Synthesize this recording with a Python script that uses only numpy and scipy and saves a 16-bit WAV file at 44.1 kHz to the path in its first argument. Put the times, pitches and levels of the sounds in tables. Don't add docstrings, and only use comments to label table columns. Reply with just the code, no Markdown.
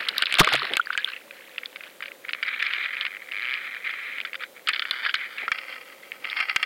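import sys
import numpy as np
from scipy import signal
from scipy.fft import rfft, irfft, next_fast_len
from scipy.io import wavfile
from scipy.ndimage import map_coordinates

SR = 44100
rng = np.random.default_rng(int(sys.argv[2]) if len(sys.argv) > 2 else 0)


def to_wav(s):
    ch = np.atleast_2d(s).T
    pcm = np.round(np.clip(ch, -1, 1) * 32767)
    wavfile.write(sys.argv[1], SR, pcm.astype(np.int16))


N = 293265

# f/Hz, width/Hz, level/dB
SHELL_MODES = [(730, 150, -13.5), (1283, 73, 1.5), (1555, 45, -1), (1932, 140, 1.5), (2107, 94, 5.5),
               (2330, 140, 1), (2767, 86, -1), (3204, 81, -3), (3450, 77, -13), (4390, 670, -14.5),
               (4860, 210, -12), (5150, 380, -18)]
# f/Hz, width/Hz, level/dB
SWIVEL_MODES = [(1348, 270, -1.5), (1562, 95, 5), (1816, 240, -3), (2260, 116.78, 1.5), (2920, 130, -4.5),
                (3080, 200, -2), (3520, 240, -4), (3940, 12, -11.5), (4250, 68, -11.5), (4734.4, 200, -8),
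                (4970, 560, -18)]
# f/Hz, level/dB
FOAM_SPECTRUM = [(400, -36), (750, -33.5), (950, -8), (1200, 2.5), (1600, 3), (2300, -6), (3200, -3),
                 (4300, -2.5), (4900, -15), (5500, -14.5), (6300, -22), (9000, -19), (13000, -10)]
# f/Hz, gain/dB
SMALL_PARTS = [(100, -41), (500, -10.5), (900, -12), (1250, -0.5), (5000, 1), (7000, -1.5)]


def amp(db):
    return 10 ** (np.asarray(db) / 20)


def unit(x):
    return x / np.sqrt(np.mean(x ** 2) + 1e-20)


def curves(rows):
    s, *columns = np.transpose(rows)
    return [np.interp(np.arange(N) / SR, s, column) for column in columns]


def loudness(rows):
    t = np.arange(N) / SR
    return amp(curves(rows)[-1]) * (t >= rows[0][0]) * (t <= rows[-1][0])


def wobble(rate):
    knots = rng.standard_normal(int(N * rate / SR) + 4)
    return map_coordinates(knots, [np.arange(N) * rate / SR])


def add(track, s, sound):
    part = track[max(round(s * SR), 0):][:len(sound)]
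    part += sound[:len(part)]


def colour(x, points, size=4096):
    hz, db = np.transpose(points)
    gain = amp(np.interp(np.log(np.fft.rfftfreq(size, 1 / SR) + 1), np.log(hz), db))
    cepstrum = irfft(np.log(np.maximum(gain, 1e-6)))
    cepstrum[1:size // 2] *= 2
    cepstrum[size // 2 + 1:] = 0
    impulse = irfft(np.exp(rfft(cepstrum)))
    return signal.fftconvolve(x, impulse)[:N]


def resonate(x, modes, size=8192):
    f = np.fft.rfftfreq(size, 1 / SR)
    response = 0
    for k, (centre, width, db) in enumerate(modes):
        band = 1j * f * width / (centre * centre - f * f + 1j * f * width)
        response = response + (-1) ** k * amp(db) * band
    ring = irfft(response)
    return signal.fftconvolve(x, ring / np.linalg.norm(ring))[:N]


def blend(a, b, share):
    share = np.clip(share, 0, 1)
    return np.sqrt(1 - share) * a + np.sqrt(share) * b


def swell(start, length, db, rise, fade):
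    t = np.arange(N) / SR
    before = np.maximum(start - t, 0) / rise
    after = np.maximum(t - start - length, 0) / fade
    return amp(db - 20 * (before + after))


def strokes(rows, rise, fade):
    return np.array([swell(*row[:3], rise, fade) for row in rows])


def bubble(t, hz, t60, rise):
    envelope = amp(-60 * t / t60) * (1 - np.exp(-t * hz / 2)) ** 2
    envelope = envelope / envelope.max(axis=-1, keepdims=True)
    return envelope * np.sin(2 * np.pi * hz * t * (1 + rise * np.minimum(t / t60, 1)))


def grains(at, size, hz, cycles, rise):
    t = np.arange(SR // 80) / SR
    hz = np.clip(hz, 700, 6000)[:, None]
    rings = size[:, None] * bubble(t, hz, cycles / hz, rise)
    where = at[:, None] + np.arange(len(t))
    return np.bincount(where.ravel(), rings.ravel(), N)[:N]


def floor(hiss_db=-51.5, murmur_db=0, murmur_hz=525, drift=.05):
    # f/Hz, level/dB
    hiss_spectrum = [(25, -59), (60, -28), (120, -21), (250, -7.5), (400, -5.5), (520, -3), (700, -7),
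                     (1000, -11.5), (2000, -12.5), (3700, -14), (5500, -20), (10000, -19.5), (16000, -18)]
    # t/s, level/dB
    hum_level = [(.9, -60.5), (2.1, -56.5), (2.6, -63), (4.0, -64.5), (4.45, -56), (4.9, -66), (5.6, -56.5),
                 (6.65, -63.5)]
    hiss = amp(hiss_db) * unit(colour(rng.standard_normal(N), hiss_spectrum))
    phase = 2 * np.pi * np.cumsum(murmur_hz * (1 + drift * wobble(10))) / SR
    murmur = unit(wobble(85) * np.sin(phase) + wobble(85) * np.cos(phase))
    return hiss + amp(murmur_db + curves(hum_level)[0]) * murmur


def foam(count=6000, size_db=5.5, cycles=10, foam_db=0, breaking_db=-25, churn_db=2):
    # peak t/s, level/dB, rise/s and fade/s over 20 dB
    surges = [(.005, -27, 0.026, 0.2), (.07, -31.5, 0.038, 0.56), (0.207, -26.5, 0.16, .1),
              (0.314, -24.5, 0.026, 0.1), (.44, -19, 0.17, 0.18), (0.544, -14, 0.33, 0.1246),
              (.645, -23.5, 0.24, 0.19), (.755, -27, 0.2, .02), (.935, -31, 0.12, 0.04),
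              (1.001, -29.5, 0.034, 0.09), (1.09, -32, 0.11, 0.14), (1.39, -45, 0.26, 0.77),
              (1.86, -43, .18, 0.14), (2.059, -45.5, .06, 0.2)]
    # start t/s, length/s, level/dB
    churns = [(0, 0.22, -48.5), (.47, 0.097, -32), (.6, .15, -39.5), (2.8, 0.06082, -55),
              (3.62, 0.057, -53.5), (5.42, 0.07, -52.5), (6.3, 0.11, -54)]
    # f/Hz, level/dB
    churn_spectrum = [(50, -48), (130, -11.5), (300, 0.5), (600, 4.5), (900, -1), (1400, -22)]
    size = amp(size_db * np.minimum(rng.exponential(size=count), 2.6))
    pitch = 2250 * np.exp(0.25 * rng.standard_normal(count))
    swarm = grains(rng.integers(0, N, count), size, pitch, cycles, rise=0.02)
    rush = unit(colour(rng.standard_normal(N) * amp(6.8 * wobble(250)), FOAM_SPECTRUM))
    level = np.max([swell(s, 0, db, rise, fade) for s, db, rise, fade in surges], axis=0)
    mix = blend(unit(swarm), rush, level / (level + amp(breaking_db)))
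    churn = unit(colour(rng.standard_normal(N) * amp(6.7 * wobble(60)), churn_spectrum))
    churn_level = amp(churn_db) * strokes(churns, rise=0.12, fade=0.051).max(0)
    return amp(foam_db) * level * mix + churn_level * churn


def ticks(start, end, rate, db, spread_db=3, spread=0.042):
    centre_hz, ring_db = 2180, -18
    count = round((end - start) * rate)
    rows = []
    for when, size, pitch in rng.random((count, 3)):
        hz = centre_hz * np.exp(spread * (2 * pitch - 1))
        rows.append((start + (end - start) * when, db + spread_db * (2 * size - 1), hz, ring_db))
    return rows


def clinks(contact_db=-.5, ring_db=1, ring_t60=0.03, chatter_rise=0.00064, grit=0.72, bounce_db=4,
           rebound_s=.0019, rebound_db=-6):
    # t/s, level/dB, centre f/Hz, ring level/dB re ping
    blows = [(0.0863, -2, 3270, -13), (0.0896, -6.5, 3650, -33), (0.167, -18, 2050, -10),
             (0.1814, 2, 3760, -43), (0.2219, -1.5, 2980, -6.5), (0.2352, -3.5, 2550, -27),
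             (.2573, -5.5, 3583, -31), (0.2683, -5.5, 2600, -29), (0.3249, 1, 2500, -20),
             (.3411, 2, 2450, -17), (0.3526, -4, 3380, -10), (0.3855, 0, 2500, -18), (.3875, 3, 3400, -24),
             (.444, -0.5, 2600, -3.5), (0.4461, 7, 2430, -25), (0.471, -12, 1940, 6),
             (0.4887, 3.5, 1870, -17), (0.529, 2.5, 2381, -11), (0.5361, 5.5, 3400, -18),
             (.5531, 5.5, 2440, -20), (.561, 1, 2340, -18), (.7357, -3.5, 3100, -17),
             (0.7689, 6, 2770, -21), (0.929, -14.5, 1610, -6), (.9765, -2, 2450, -20),
             (.9811, -11.5, 1760, -11), (1.164, -22, 2520, -20), (1.3088, -25, 2400, -16),
             (1.5814, -11, 2630, -15), (1.6335, -20, 2020, -20), (1.6579, -17, 3430, -21),
             (1.7594, -20, 2370, -19), (1.8074, -23, 2280, -19), (1.836, -25, 2320, -20),
             (2.0251, -20.5, 2110, -12), (2.2914, -13.5, 2380, -8.5), (2.3333, -7.5, 2670, -45),
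             (2.348, -17.5, 1757, -28), (2.4282, -7, 2168, -9), (2.481, -13, 2280, -9),
             (2.6265, -8, 2464, -23), (2.7355, -5.5, 2513, -14), (2.9684, -12, 2092, -32),
             (3.0105, -7, 3125, -21), (3.0517, -7.5, 2185, -32), (3.0659, -8.5, 2370, -21),
             (3.1677, -19.5, 1895, -26), (3.3194, -15.5, 2514, -23), (3.539, -9.5, 2470, -19),
             (3.747, -19, 2080, -20), (3.9383, -15.5, 2082, -33.5), (4.1833, -15, 2165, -28),
             (4.2025, -12, 2410, -26), (4.213, -17.5, 2550, -21.5), (4.2497, -15.5, 1910, -6),
             (4.3317, -16, 2151, -17), (4.3436, -17, 1870, -20), (4.3531, -17, 2265, -12),
             (4.4218, -19.5, 1837, -6), (4.4357, -15, 1868, -11.5), (4.672, -13.5, 3020, 0.5),
             (4.6867, -1, 2455, -10.5), (4.6919, 0.5, 2232, -30), (4.7335, -12, 3220, -7),
             (4.746, -11, 2320, -21), (4.7611, -11.5, 2980, -10), (4.795, -6.5, 2850, -9),
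             (4.8203, -15.5, 2473, -2), (4.853, -11.5, 1780, -40), (4.91, -4.5, 3490, -7),
             (5.0516, -5.5, 2056, -12), (5.0623, -7.5, 1797, -4), (5.094, -8, 2900, -6.5),
             (5.1405, -11.5, 2650, -2), (5.1098, -20, 3200, -10), (5.1531, -11.5, 4060, -7),
             (5.3826, -14, 2510, -30), (5.48, -7.5, 1507, -21), (5.5175, -2.5, 1960, -7),
             (5.5857, -14.5, 2570, -17), (6.1187, -15, 2200, -37), (6.2456, -14, 2220, -28),
             (6.2524, -13, 2180, -32), (6.2993, -16.5, 3600, -27), (6.3294, -10.5, 2130, -35),
             (6.3676, -11.5, 2050, -1.5), (6.403, -5, 2120, -3), (6.486, -14.5, 2100, -8),
             (6.4946, -12.5, 2070, 3), (6.5614, 2, 2330, -11), (6.6286, -3.5, 2430, -2)]
    # from t/s, to t/s, pops a second, mean level/dB
    foam_pops = (1.15, 1.84, 13.5, -31.5)
    # from t/s, to t/s, knocks a second, mean level/dB
    rig_knocks = (2, 3.5, 10.5, -22)
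    # t/s, share of contact 0-1
    lean = [(5.3, 0), (5.47, 1)]
    contact_s, contact_e_db = 0.00029, 27
    pings, chatter = np.zeros(N), np.zeros(N)
    t = np.arange(SR // 16) / SR
    for s, db, hz, tail_db in blows + ticks(*foam_pops) + ticks(*rig_knocks):
        u = t / (contact_s * np.exp(-db / contact_e_db))
        envelope = (u * np.exp(1 - u)) ** 1.76
        rebound_delay = rebound_s * (.5 + rng.random())
        for delay, loss_db in [(0, 0), (rebound_delay, rebound_db)]:
            phase = 2 * np.pi * (hz * t + rng.random())
            wander = np.interp(t, np.arange(0, .1, .0004), rng.standard_normal(250))
            ping = envelope * np.sin(phase + grit * wander)
            add(pings, s + delay, amp(db + contact_db + loss_db) * ping)
        uneven = np.interp(t, np.arange(0, .1, .002), rng.standard_normal(50))
        noise = unit(rng.standard_normal(len(t)) * amp(bounce_db * uneven))
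        bounces = (1 - np.exp(-t / chatter_rise)) * noise
        add(chatter, s, amp(db + tail_db + ring_db - 60 * t / ring_t60) * bounces)
    ring = blend(resonate(chatter, SWIVEL_MODES), resonate(chatter, SHELL_MODES), curves(lean)[0])
    return colour(pings + ring, SMALL_PARTS)


def bubbles(rise=0.10797, bubbles_db=2):
    # t/s, level/dB, starting f/Hz, t60/s
    single_bubbles = [(.389, -14.5, 725, 0.017), (.4, -9.5, 166, 0.045), (0.4134, 5, 1117, 0.013),
                      (.418, -23, 598, 0.16), (.472, -17.5, 434, 0.013), (0.474, -5.5, 1114, 0.016),
                      (.521, -16.5, 777, 0.012), (0.52, -34, 128, 0.22), (.5957, -11.5, 3850, 0.0031),
                      (0.619, -14.5, 1180, 0.0094), (.627, -31.5, 393, 0.037), (0.633, -18.5, 3740, 0.0047),
                      (.645, -19, 1880, 0.015), (.707, -29.5, 447, 0.026), (0.796, -7, 1354, 0.023),
                      (.814, -23, 3130, 0.014), (.858, -30, 4500, 0.013), (0.8706, -20, 1560, 0.0072),
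                      (0.9038, -12.5, 1386, 0.0095), (0.9516, -18, 1473, 0.011),
                      (1.0451, -7.5, 3270, 0.006074), (.982, -21.5, 1610, 0.087), (1.077, -27, 1530, .08),
                      (1.075, -26, 2992, .012), (1.134, -23.5, 2540, 0.012), (5.062, -19, 1622, 0.06),
                      (5.092, -21, 1533, 0.063), (5.479, -21.5, 1314, 0.044)]
    out, t = np.zeros(N), np.arange(SR // 3) / SR
    for s, db, hz, t60 in single_bubbles:
        add(out, s, amp(db + bubbles_db) * bubble(t, hz, t60, rise))
    return out


def plunge(slap_db=-3, thump_db=2):
    # t/s, f/Hz, level/dB
    air_pocket = [(.3925, 4300, -25.5), (.394, 4012, 0), (.398, 2668, 10), (.403, 1862, 7), (.4052, 950, 4),
                  (.406, 119.4, 12), (.4075, 201, 8), (.409, 750, -1), (.413, 1017, -5.5), (.418, 595, -6)]
    # t/s, level/dB
    thump_level = [(.394, -30), (.397, -10), (.407, -6), (.412, -4), (.42, -20), (.45, -61)]
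    # f/Hz, level/dB
    push_spectrum = [(20, 16), (50, 3), (90, -12), (155, 11), (250, -14), (430, 4), (650, -5), (1200, -15)]
    hz, _ = curves(air_pocket)
    pocket = np.sin(2 * np.pi * np.cumsum(hz) / SR)
    slap = unit(colour(rng.standard_normal(N), FOAM_SPECTRUM))
    push = unit(colour(rng.standard_normal(N), push_spectrum))
    splash = loudness(air_pocket) * (pocket + amp(slap_db) * slap)
    return splash + amp(thump_db) * loudness(thump_level) * push


def slips(rate, scatter, size_db):
    pace = rate * np.exp(scatter * wobble(150))
    lets_go = np.diff(np.floor(np.cumsum(pace) / SR), prepend=0) > 0
    size = amp(size_db * np.clip(rng.standard_normal(N), -2, 1.3)) / np.sqrt(rate)
    return unit(lets_go * size)


def twangs(train, centre_hz, spread, cycles):
    at = np.flatnonzero(train)
    pitch, sign = rng.standard_normal((2, len(at)))
    hz = centre_hz * np.exp(spread * pitch)
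    rings = grains(at, train[at] * np.sign(sign), hz, cycles, rise=0)
    return unit(colour(rings, SMALL_PARTS))


def creak(creak_db=0, crisp_db=-27, waver_db=.8, scatter=2.8, firm_db=1.3, loose_db=9, firm_snap=0.17):
    # start t/s, length/s, level/dB, slips a second,
    # share of smooth sliding 0-1, share that rings the swivel 0-1
    pull_rows = [(2.25, .06, -44, 130, .25, .01), (2.35, .06, -38, 130, .2, 0),
                 (2.45, .13, -28, 190, .28, 0.01), (2.6, 0.26, -25, 220, .3, 0.07),
                 (2.86, 0.21, -28.5, 200, 0.21, 0.08), (3.08, 0.068, -34.5, 90, .15, 0.08),
                 (3.2, .1, -44, 100, .3, .06), (3.325, .085, -28.5, 95, .04, 0.1),
                 (3.421, .11, -25, 125, .02, 0.07), (3.538, .04, -26.5, 175, .06, 0.07),
                 (3.589, 0.092, -31, 280, .2, 0.05), (3.7, 0.11109, -35.5, 120, .17, 0),
                 (3.85, 0.056, -28.5, 260, .26, 0.06), (3.929, .26, -31, 290, .06, 0.03),
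                 (4.221, 0.066, -39.5, 130, .35, .05), (4.405, 0.01514, -34, 130, .2, 0),
                 (4.566, 0.011, -42, 130, .2, 0), (4.693, 0.0047, -26, 170, .25, 0.15),
                 (4.734, 0.022, -31, 170, .25, 0.72), (4.83, .07, -35.5, 170, .3, 0.99),
                 (4.939, 0.16, -31.5, 220, .3, 0.87), (5.16, 0.098, -30, 320, .15, 0.13),
                 (5.292, 0.081, -39.5, 250, .2, 0.9), (5.384, 0.064, -31, 300, .15, .05)]
    # f/Hz, level/dB
    rig_spectrum = [(410, -68.5), (700, -27), (925, -26), (1260, -7.5), (2270, -2), (2400, 0.5),
                    (2740, -28), (3110, -9.5), (4110, -18), (4460, -30), (4790, -47), (5680, -33),
                    (6000, -16), (7800, -26), (13200, -120)]
    pulls = strokes(pull_rows, rise=.03, fade=.055)
    rate, sliding, rattling = np.array(pull_rows)[pulls.argmax(0), 3:].T
    level = pulls.max(0) * amp(waver_db * wobble(16))
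    train = slips(rate, scatter * sliding, firm_db + loose_db * sliding)
    twang = twangs(train, centre_hz=2187, spread=0.075, cycles=22)
    snap = unit(colour(train, rig_spectrum))
    crackle = twangs(train, centre_hz=2705, spread=0.24, cycles=19)
    hardness = level ** 2 / (level ** 2 + amp(crisp_db) ** 2)
    snapping = 0.36 + hardness * (0.098 + firm_snap * np.exp(-sliding / 0.08))
    line = blend(blend(twang, snap, snapping), crackle, 0.4 * hardness ** 2)
    rub = unit(colour(rng.standard_normal(N) * amp(3.6 * wobble(200)), rig_spectrum))
    slipping = blend(line, resonate(train, SWIVEL_MODES), rattling)
    return amp(creak_db) * level * blend(slipping, rub, sliding)


def scrape(scrape_db=-1, twang_db=-7, waver_db=2):
    # start t/s, length/s, level/dB
    drags = [(5.555, 0.08, -33), (5.64, .14, -37), (5.83, 0.11, -44.5), (6.04, 0.096, -45),
             (6.27, .09, -32.5), (6.39, 0.03235, -22), (6.45, 0.069, -29), (6.6, 0.008, -30.5)]
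    train = slips(220, scatter=0.93, size_db=5.0)
    ring = unit(resonate(train + amp(-5.0) * rng.standard_normal(N), SHELL_MODES))
    twang = twangs(train, centre_hz=2240, spread=0.212, cycles=24)
    level = strokes(drags, rise=0.074, fade=0.13).max(0) * amp(scrape_db + waver_db * wobble(40))
    return level * unit(ring + amp(twang_db) * twang)


def scene():
    outside = foam() + clinks() + bubbles() + plunge() + creak() + scrape()
    through_shell = [(4000, -1), (5350, -2.5), (5900, -24.5), (7500, -26), (9500, -10.5), (13000, -32.5)]
    inside = colour(outside, through_shell)
    return (inside + floor())[None]


def record(dry, ceiling=0.32, knee=0.1, recover_s=0.032):
    top_hz = 16000
    keep = np.exp(-1 / (recover_s * SR))
    heard = signal.lfilter([1 - keep], [1, -keep], np.minimum(np.abs(dry), ceiling))
    clipped = np.clip(dry / (1 + heard / knee), -ceiling, ceiling)
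    size = next_fast_len(N + SR // 2)
    in_band = np.fft.rfftfreq(size, 1 / SR) < top_hz
    return irfft(rfft(clipped, size) * in_band, size)[..., :N]


dry = scene()
out = record(dry)
to_wav(out)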